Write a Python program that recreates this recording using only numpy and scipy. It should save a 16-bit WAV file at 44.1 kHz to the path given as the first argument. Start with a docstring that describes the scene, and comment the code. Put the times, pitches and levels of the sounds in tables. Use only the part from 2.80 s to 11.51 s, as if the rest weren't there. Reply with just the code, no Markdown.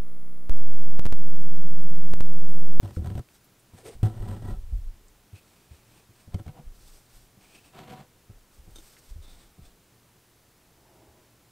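"""Hand embroidery, close up in a quiet room; cotton cloth is stretched in a hoop like a small drum.
First needle and thread pluck the cloth and rasp through its weave until the tight thread mutes it.
Near 1 s slack thread zips through the fingers; more plucks follow, and the hoop is nudged and sways.
From 2.5 s fingers rub the cotton, with another stitch at 3.5 s and higher-ringing pulls to 5.2 s.
Near 6 s the needle scrapes and loose thread slides; last, the hand shifts against the hoop."""
import sys
import numpy as np
from scipy import signal
from scipy.fft import rfft, irfft, next_fast_len
from scipy.io import wavfile

SR = 44100
rng = np.random.default_rng(int(sys.argv[2]) if len(sys.argv) > 2 else 0)


def dump(signal):
    """Clip the signal to [-1, 1] and save it as 16-bit WAV at the path in sys.argv[1]."""
    limited = np.clip(np.atleast_2d(signal).T, -1, 1)
    pcm = np.round(limited * 32767).astype(np.int16)
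    wavfile.write(sys.argv[1], SR, pcm)


N = 384111
TIME = np.arange(N) / SR
RING_TIME = TIME[:SR // 3]
CUTOFF_HZ = 15650

# modes of the taut cloth: pitch_hz, level_db, t60_s
CLOTH_MODES = [(102.5, 0, 0.12), (133.5, -6.5, 0.075), (152, -11.5, 0.083), (195, -5, 0.048),
               (236, -10.5, 0.069), (327.5, -16.5, 0.13), (400.4, -22.5, 0.21), (484.5, -24, 0.13),
               (572, -24, 0.13), (741, -15.5, 0.063), (998, -26, 0.047), (1311, -29.5, 0.13),
               (1915, -34, 0.13)]
# spectrum of thread rasping in the weave: freq_hz, gain_db
RASP_SPECTRUM = [(150, 22), (400, 17.5), (750, 12), (1130, 8), (1400, 9.5), (2300, -2.5), (3000, 2),
                 (3800, -1), (5000, -6), (7300, -7.5), (8500, 0.5), (10300, -14), (13000, -7), (15800, -16)]


def from_db(db):
    """Decibels to gain."""
    return 10 ** (np.asarray(db) / 20)


def rms_one(x):
    """Scale to unit rms."""
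    return x / np.sqrt(np.mean(x ** 2) + 1e-20)


def drift(rate_hz):
    """Random wander, unit rms."""
    return rms_one(np.interp(TIME * rate_hz, np.arange(20000), rng.standard_normal(20000)))


def add(track, start_s, sound):
    """Mix a short sound into the track."""
    start = max(round(start_s * SR), 0)
    track[start:start + len(sound)] += sound[:N - start]


def coloured(x, spectrum, treble=True):
    """Minimum-phase filter; unit mean power gain in the treble, or else below the cutoff."""
    size = 2 * next_fast_len(N // 2 + SR // 4)
    hz = np.maximum(np.arange(size // 2 + 1) * SR / size, 1)
    freq_hz, gain_db = np.array(spectrum).T
    gain = from_db(np.interp(np.log(hz), np.log(freq_hz), gain_db))
    band = (hz > 1500) & (hz < 14000) if treble else hz < CUTOFF_HZ
    gain = gain / np.sqrt(np.mean(gain ** 2 * band))
    cepstrum = irfft(np.log(gain))[:size // 2]
    cepstrum[1:] *= 2
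    return irfft(rfft(x, size) * np.exp(rfft(cepstrum, size)))[:N]


def resonance(x, hz, width_hz):
    """Two-pole resonance that keeps the power of white noise."""
    radius = np.exp(-np.pi * width_hz / SR)
    feedforward = np.sqrt((1 - radius ** 2) / 2) * np.array([1, 0, -1])
    feedback = [1, -2 * radius * np.cos(2 * np.pi * hz / SR), radius ** 2]
    return signal.lfilter(feedforward, feedback, x)


def resonances(x, peaks):
    """Resonances in parallel."""
    return sum(from_db(db) * resonance(x, hz, width_hz) for hz, width_hz, db in peaks)


def stroke(crest_s, rise_s, fall_s, level_db, edge_db=16, roundness=1.58):
    """Gain of one hand movement: swells to its fastest moment, then eases off."""
    gain = np.full(N, 1e-9)
    near = (TIME > crest_s - 2 * rise_s) & (TIME < crest_s + 2 * fall_s)
    offset_s = TIME[near] - crest_s
    distance = np.abs(offset_s / np.where(offset_s < 0, rise_s, fall_s))
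    gain[near] = from_db(level_db - edge_db * distance ** roundness)
    return gain


def strokes(rows):
    """Gain of several movements; overlaps add in power."""
    return np.sqrt(sum(stroke(*row) ** 2 for row in rows))


def room(tone_db=-61.5, hum_hz=116, hum_db=-73):
    """Steady room tone with a faint wavering hum."""
    # room tone: freq_hz, gain_db
    spectrum = [(20, -3.5), (60, -1), (130, -1), (260, -5.5), (410, -6.5), (560, -10), (1000, -12.5),
                (2000, -16), (4000, -18.5), (8000, -20), (15500, -23)]
    hum_gain = from_db(hum_db + 3.3 * drift(3.9))
    hum = hum_gain * np.sqrt(2) * np.sin(2 * np.pi * hum_hz * TIME + .5 * drift(3.3))
    return hum + from_db(tone_db) * coloured(rng.standard_normal(N), spectrum, treble=False)


def friction(slips_per_s, spread_db, clump_db, clump_hz):
    """Fibres catch and slip: tiny uneven clicks that bunch into clumps."""
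    slips = (rng.random(N) < slips_per_s / SR) * rng.choice([-1, 1], N)
    size_db = spread_db * np.minimum(rng.exponential(1, N), 4)
    return rms_one(slips * from_db(size_db + clump_db * drift(clump_hz)))


def ringing(modes, scatter_db=0):
    """The cloth's response to one tug; each spot favours the overtones differently."""
    hz, db, t60_s = np.array(modes).T[:, :, None]
    order = np.arange(len(modes))[:, None]
    db = db + scatter_db * rng.standard_normal(db.shape) * (order > 0)
    envelopes = from_db(db - 60 * RING_TIME / t60_s)
    return np.sum((-1) ** order * envelopes * np.sin(2 * np.pi * hz * RING_TIME), axis=0)


def drawn_thread(rows, slips, modes, rasp_spectrum):
    """The same slips drum the cloth and are heard directly as a rasp."""
    response = ringing(modes)
    drum_gain = strokes((*timing, drum_db) for *timing, drum_db, _ in rows)
    rasp_gain = strokes((*timing, rasp_db) for *timing, _, rasp_db in rows)
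    drumming = signal.fftconvolve(slips * drum_gain, response / np.linalg.norm(response))[:N]
    return drumming + coloured(slips * rasp_gain, rasp_spectrum)


def pulls():
    """Thread pulls that ring the cloth low or higher."""
    # pulls: crest_s, rise_s, fall_s, drum_db, rasp_db
    low_pulls = [(0.045, 0.035, 0.095, -37.5, -62.5), (0.27, 0.08, 0.12, -38, -61.5),
                 (0.385, 0.06, .02, -35, -58.5), (1.242, 0.014, 0.06, -24.5, -49.5),
                 (1.41, 0.24, 0.072, -39, -64.5), (1.51, 0.15, 0.14, -32.5, -57.5),
                 (1.675, 0.071, 0.086, -32.5, -57.5), (3.542, 0.029, 0.017, -34, -61),
                 (3.595, .025, .02, -41, -61)]
    higher_ringing_pulls = [(3.685, .03, 0.024, -46.5, -61), (3.795, 0.082, 0.024, -47, -65.5),
                            (4.95, 0.019, 0.035, -48.5, -59), (4.995, 0.057, 0.069, -43.5, -53),
                            (5.11, 0.066, 0.088, -43.5, -53), (5.205, 0.1, 0.036, -46, -59)]
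    # the cloth's higher ring: pitch_hz, level_db, t60_s
    higher_modes = [(146, 0, 0.16), (222, -1.5, 0.091), (298, -4, 0.066), (371, -8, 0.067),
                    (497.6, -8.5, 0.19), (605, -5.5, 0.055), (752, 0, 0.059), (953, -3.5, 0.04),
                    (1500, -13, 0.024)]
    # its rasp: freq_hz, gain_db
    higher_rasp = [(300, -1), (1000, 7), (1800, 5), (2400, 4), (3100, 3.5), (4500, -2), (5300, -9),
                   (8400, -8), (10300, -17), (13000, -9), (15800, -29)]
    low_slips = friction(slips_per_s=5000, spread_db=2, clump_db=3.0, clump_hz=180)
    higher_slips = friction(slips_per_s=5000, spread_db=2.5, clump_db=2.0, clump_hz=230)
    low = drawn_thread(low_pulls, low_slips, CLOTH_MODES, RASP_SPECTRUM)
    return low + drawn_thread(higher_ringing_pulls, higher_slips, higher_modes, higher_rasp)


def burst(decay_s, rise_s=0.00083):
    """A brief spray of tiny snaps."""
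    noise = rng.standard_normal(len(RING_TIME))
    return noise * np.exp(-RING_TIME / decay_s) * (1 - np.exp(-RING_TIME / rise_s))


def plucks(thump_trim_db=-1, snap_trim_db=1, t60_s=0.1, release_hz=260):
    """A released catch rings the cloth under a spray of fibre snaps; pitch follows tension."""
    # needle and thread catch in the weave and let go: start_s, thump_db, snap_db, pitch_hz
    catches = [(0.030, -26, -48.5, 111), (0.057, -47, -47, 92), (0.077, -44, -53, 80),
               (0.107, -37, -50.5, 70.4), (0.169, -17.5, -53, 90), (0.191, -19, -72, 82),
               (0.218, -22, -72, 83), (0.245, -24, -48, 111), (0.259, -22, -46, 91),
               (0.271, -29, -44.5, 114), (0.282, -21.5, -57, 95), (0.301, -28, -48, 126),
               (0.312, -23, -54, 102), (0.352, -20.5, -47, 105), (0.378, -19.5, -44.5, 105),
               (0.392, -17.5, -45, 107), (0.935, -37.5, -62, 94), (1.23, -8.5, -37, 104.6),
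               (1.622, -29, -53, 123), (1.65, -21, -62, 111.4), (3.475, -37, -72, 98),
               (3.544, -15.5, -43.5, 94.5), (3.597, -28, -54, 98), (3.664, -29, -52.5, 88),
               (3.678, -32, -51.5, 103)]
    thumps, overtones, snaps = np.zeros((3, N))
    for start_s, thump_db, snap_db, pitch_hz in catches:
        overtone_db = -6 + 0.58 * thump_db + 0.14 * snap_db  # grows with the tug's size and sharpness
        add(thumps, start_s, -from_db(thump_db + thump_trim_db) * ringing([(pitch_hz, 0, t60_s)]))
        add(overtones, start_s, from_db(overtone_db) * ringing(CLOTH_MODES[1:], scatter_db=4.5))
        add(snaps, start_s, from_db(snap_db + snap_trim_db) * burst(decay_s=0.003))
    # soft thread lets go gradually, rounding the attack
    softened = signal.sosfilt(signal.butter(1, release_hz, fs=SR, output="sos"), thumps + overtones)
    return softened + coloured(snaps, RASP_SPECTRUM)


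def slides(trim_db=-3.5):
    """Loose thread slides over the weave with a fine, even hiss."""
    # slides: crest_s, rise_s, fall_s, level_db
    moves = [(0.16, 0.1, 0.069, -54.5), (0.548, .06, .06, -59), (4.03, .12, 0.34, -56),
             (4.36, 0.091, 0.13, -57), (5.74, .06, 0.13, -64), (6.02, 0.18, 0.43, -55.5),
             (6.3, .045, 0.021, -58.5)]
    # their hiss: freq_hz, gain_db
    spectrum = [(300, 4), (1000, -0.5), (2600, -2.5), (4200, 1), (5500, 2), (6800, -0.5), (8600, 3),
                (10500, -6.5), (13200, -1.5), (15800, -11)]
    slips = friction(slips_per_s=14000, spread_db=2.0, clump_db=2.16, clump_hz=53)
    return from_db(trim_db) * coloured(slips * strokes(moves), spectrum)


def ticks():
    """Small catches of the thread, one brief ring each."""
    # ticks and twangs: start_s, level_db, ring_hz, width_hz, decay_s
    catches = [(0.163, -44, 1360, 160, 0.005), (.168, -43.5, 492, 45, 0.012),
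               (.487, -47, 2400, 596, 0.0021), (0.643, -57, 12000, 5000, 0.0087),
               (.794, -59.5, 9000, 1500, .013), (2.282, -48.5, 7120, 895, 0.0024),
               (2.547, -64, 2620, 250, 0.037), (3.543, -39.5, 2070, 1490, 0.0033),
               (3.68, -44, 2180, 1390, 0.0014), (6.165, -54, 1780, 700, 0.0077)]
    out = np.zeros(N)
    for start_s, level_db, ring_hz, width_hz, decay_s in catches:
        add(out, start_s, from_db(level_db) * resonance(burst(decay_s), ring_hz, width_hz))
    return out


def smothered(cloth, tight_s=0.399, slack_s=0.85, fade_db_per_s=450):
    """Tight thread mutes the cloth until it slackens."""
    held_s = np.where((TIME > tight_s) & (TIME < slack_s), TIME - tight_s, 0)
    return cloth * from_db(-fade_db_per_s * held_s)


def whisk(crest_hz=408, sag_hz_per_s=600, jitter=0.13, throb=0.26):
    """Thread hisses through the hand; the ridges of its twist buzz at a falling, unsteady pitch."""
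    # whisks, and the buzz at their fastest: crest_s, rise_s, fall_s, level_db
    moves = [(0.985, 0.052, 0.051, -59.5), (1.063, 0.046, 0.059, -50.5), (1.138, 0.07, 0.031, -58)]
    buzz_moves = [(1.08, 0.051, 0.047, -42.5)]
    # hiss of fast thread: freq_hz, gain_db
    spectrum = [(200, 17.5), (450, 18), (750, 17), (1100, 7), (2200, 6.5), (4000, 4.5), (7200, 1.5),
                (8000, 6.5), (9500, 7), (10400, -8), (13000, -2), (15800, -13)]
    crest_s = buzz_moves[0][0]
    ridges_hz = np.clip(crest_hz - sag_hz_per_s * (TIME - crest_s), crest_hz / 2, 2 * crest_hz)
    phase = 2 * np.pi * np.cumsum(ridges_hz * (1 + jitter * drift(520))) / SR
    buzz = np.sqrt(2) * np.sin(phase) * strokes(buzz_moves) * from_db(1.3 * drift(210))
    slips = friction(slips_per_s=8100, spread_db=2.5, clump_db=3.0, clump_hz=56)
    return buzz + coloured(slips * strokes(moves) * (1 + throb * np.cos(phase)), spectrum)


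def touches(rise_s=0.0044, push_db=7, cloth_db=-1):
    """A fingertip gives a dull, damped push and barely wakes the cloth."""
    # touches on cloth and hoop: start_s, level_db, pitch_hz, t60_s
    contacts = [(1.151, -28, 37.7, 0.048), (1.399, -25, 32.5, 0.096), (1.922, -22.5, 43.8, 0.18),
                (2.528, -38.5, 93.6, 0.12), (2.909, -40, 75.4, 0.11), (3.291, -45.5, 99.6, 0.038),
                (3.864, -32, 35.0, 0.066), (4.568, -49.5, 197, 0.082), (5.494, -36.5, 97, 0.04),
                (5.784, -43, 57.6, 0.11), (5.874, -38, 140, 0.034), (6.307, -35, 39.7, 0.17),
                (6.357, -38.5, 78.6, 0.15), (6.78, -37, 164, 0.039), (6.812, -40.5, 70.6, 0.078),
                (8.281, -56, 75, 0.16)]
    attack = (1 - np.exp(-RING_TIME / rise_s)) ** 2
    out = np.zeros(N)
    for start_s, level_db, pitch_hz, t60_s in contacts:
        push = from_db(push_db - 60 * RING_TIME / t60_s) * np.sin(2 * np.pi * pitch_hz * RING_TIME)
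        coupling = from_db(cloth_db) * min(pitch_hz / CLOTH_MODES[0][0], 1) ** 2
        ring = coupling * ringing(CLOTH_MODES, scatter_db=2.5)
        add(out, start_s, from_db(level_db) * (push + ring) * attack)
    return out


def hoop_sway(trim_db=-2):
    """The hoop rumbles as it sways in the hand."""
    # sways: crest_s, rise_s, fall_s, level_db
    moves = [(1.178, 0.025, 0.056, -33), (1.405, 0.091, .09, -36), (1.75, 0.13, 0.34, -28),
             (1.96, 0.086, .12, -23), (2.09, 0.062, 0.065, -30.5), (2.26, .12, 0.19, -53),
             (3.57, 0.095, 0.23, -52), (3.88, 0.044, 0.063, -37.5), (4.02, 0.11, 0.21, -47.5),
             (4.37, 0.075, 0.11, -49.5), (5.54, 0.035, 0.11, -49), (5.93, 0.16, 0.17, -46.5),
             (6.4, 0.13, 0.098, -38.5), (6.55, 0.088, 0.19, -47), (6.84, .05, 0.12, -48.5)]
    # rumble: freq_hz, gain_db
    spectrum = [(12, -14), (22, 4.5), (33, -0.5), (55, -11.5), (90, -18.5), (160, -54.5), (400, -73),
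                (2000, -69.5)]
    return from_db(trim_db) * coloured(rng.standard_normal(N), spectrum, treble=False) * strokes(moves)


def rubs(trim_db=-3, pinch_width_hz=230):
    """Skin on cotton: a grainy hiss, each pinch with its own resonance."""
    # finger rubs: crest_s, rise_s, fall_s, level_db, pinch_hz, pinch_db
    moves = [(2.57, 0.046, 0.037, -59.5, 2500, -1.5), (2.68, 0.091, 0.41, -65.5, 2400, -12),
             (2.95, 0.063, 0.065, -65, 2400, -12), (3.18, 0.12, 0.076, -62.5, 2400, -9),
             (3.41, 0.094, .06, -62.5, 2400, -17), (4.635, 0.05, .17, -61, 2340, -4.5),
             (4.766, 0.059, 0.051, -59.5, 2550, 0), (4.86, 0.033, 0.048, -59, 2600, -5),
             (6.43, 0.017, .08, -62, 3620, 0.5), (6.51, 0.062, 0.13, -61, 3600, -4),
             (6.615, 0.044, .11, -63, 3470, -16), (6.85, 0.043, 0.061, -61.5, 3480, -7)]
    # their hiss: freq_hz, gain_db
    spectrum = [(300, 15), (780, 5), (1500, 3.5), (3000, 2.5), (4200, 2.5), (5600, 1.5), (6700, -0.5),
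                (8300, 2), (10300, -12), (13500, -5), (15800, -5)]
    # resonances common to all rubs: freq_hz, width_hz, gain_db
    peaks = [(700, 100, -11), (8300, 730, -10.5)]
    slips = friction(slips_per_s=9000, spread_db=1.0, clump_db=1.5, clump_hz=110)
    rubbing, pinched = np.zeros((2, N))
    for *move, pinch_hz, pinch_db in moves:
        rub = slips * stroke(*move)
        rubbing += rub
        pinched += from_db(pinch_db) * resonance(rub, pinch_hz, pinch_width_hz)
    return from_db(trim_db) * (coloured(rubbing, spectrum) + resonances(rubbing, peaks) + pinched)


def needle_scrapes():
    """The needle scrapes as the stitch draws tight."""
    # scrapes: start_s, level_db, decay_s
    scrapes = [(5.957, -43.5, 0.006), (5.983, -46.5, 0.0038)]
    # joint resonances of needle and cloth: freq_hz, width_hz, gain_db
    peaks = [(330, 34, 3.5), (600, 68, -11), (1320, 79, -13), (3220, 230, -10), (3640, 130, -2.5),
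             (6160, 69, -0.5), (8350, 250, -8)]
    out = np.zeros(N)
    for start_s, level_db, decay_s in scrapes:
        add(out, start_s, from_db(level_db) * resonances(burst(decay_s), peaks))
    return out


def hand_shift(broadband_db=-6):
    """The hand brushes the hoop; the pressed cloth colours the sound."""
    # shift: crest_s, rise_s, fall_s, level_db
    moves = [(8.24, 0.39, 0.29, -59)]
    # brushing: freq_hz, gain_db
    spectrum = [(120, -13), (350, 10), (480, -6), (650, -2), (1000, 6), (1400, -25), (4000, -49)]
    # resonances of the pressed cloth: freq_hz, width_hz, gain_db
    peaks = [(352, 38, -9.5), (392, 14, -15), (527, 26, -12.5), (626, 20, -10.5), (806, 37, -19),
             (976, 43, -32)]
    brush = rng.standard_normal(N) * strokes(moves)
    return from_db(broadband_db) * coloured(brush, spectrum, treble=False) + resonances(brush, peaks)


def reflected(x, highpass_hz=500):
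    """Small nearby surfaces throw back only the shorter waves."""
    # reflections from table, hands and walls: delay_s, gain_db
    echoes = [(.0023, -24), (.0061, -18), (.0113, -19.5), (.0187, -21.5), (.027, -23)]
    upper = signal.sosfilt(signal.butter(1, highpass_hz, "high", fs=SR, output="sos"), x)
    return x + sum(from_db(db) * np.interp(TIME - delay_s, TIME, upper, left=0) for delay_s, db in echoes)


def scene():
    """All sources centred; only a faint hiss differs between the channels."""
    cloth = smothered(pulls() + plucks())
    sewing = cloth + touches() + ticks() + needle_scrapes() + whisk() + slides() + rubs()
    hiss = signal.lfilter([1, -.5], [1], rng.standard_normal((2, N)))
    return reflected(sewing) + hoop_sway() + hand_shift() + room() + from_db(-72) * hiss


def record(dry):
    """Steep low-pass."""
    return signal.sosfilt(signal.ellip(12, .1, 90, CUTOFF_HZ, fs=SR, output="sos"), dry)


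dry = scene()
out = record(dry)
dump(out)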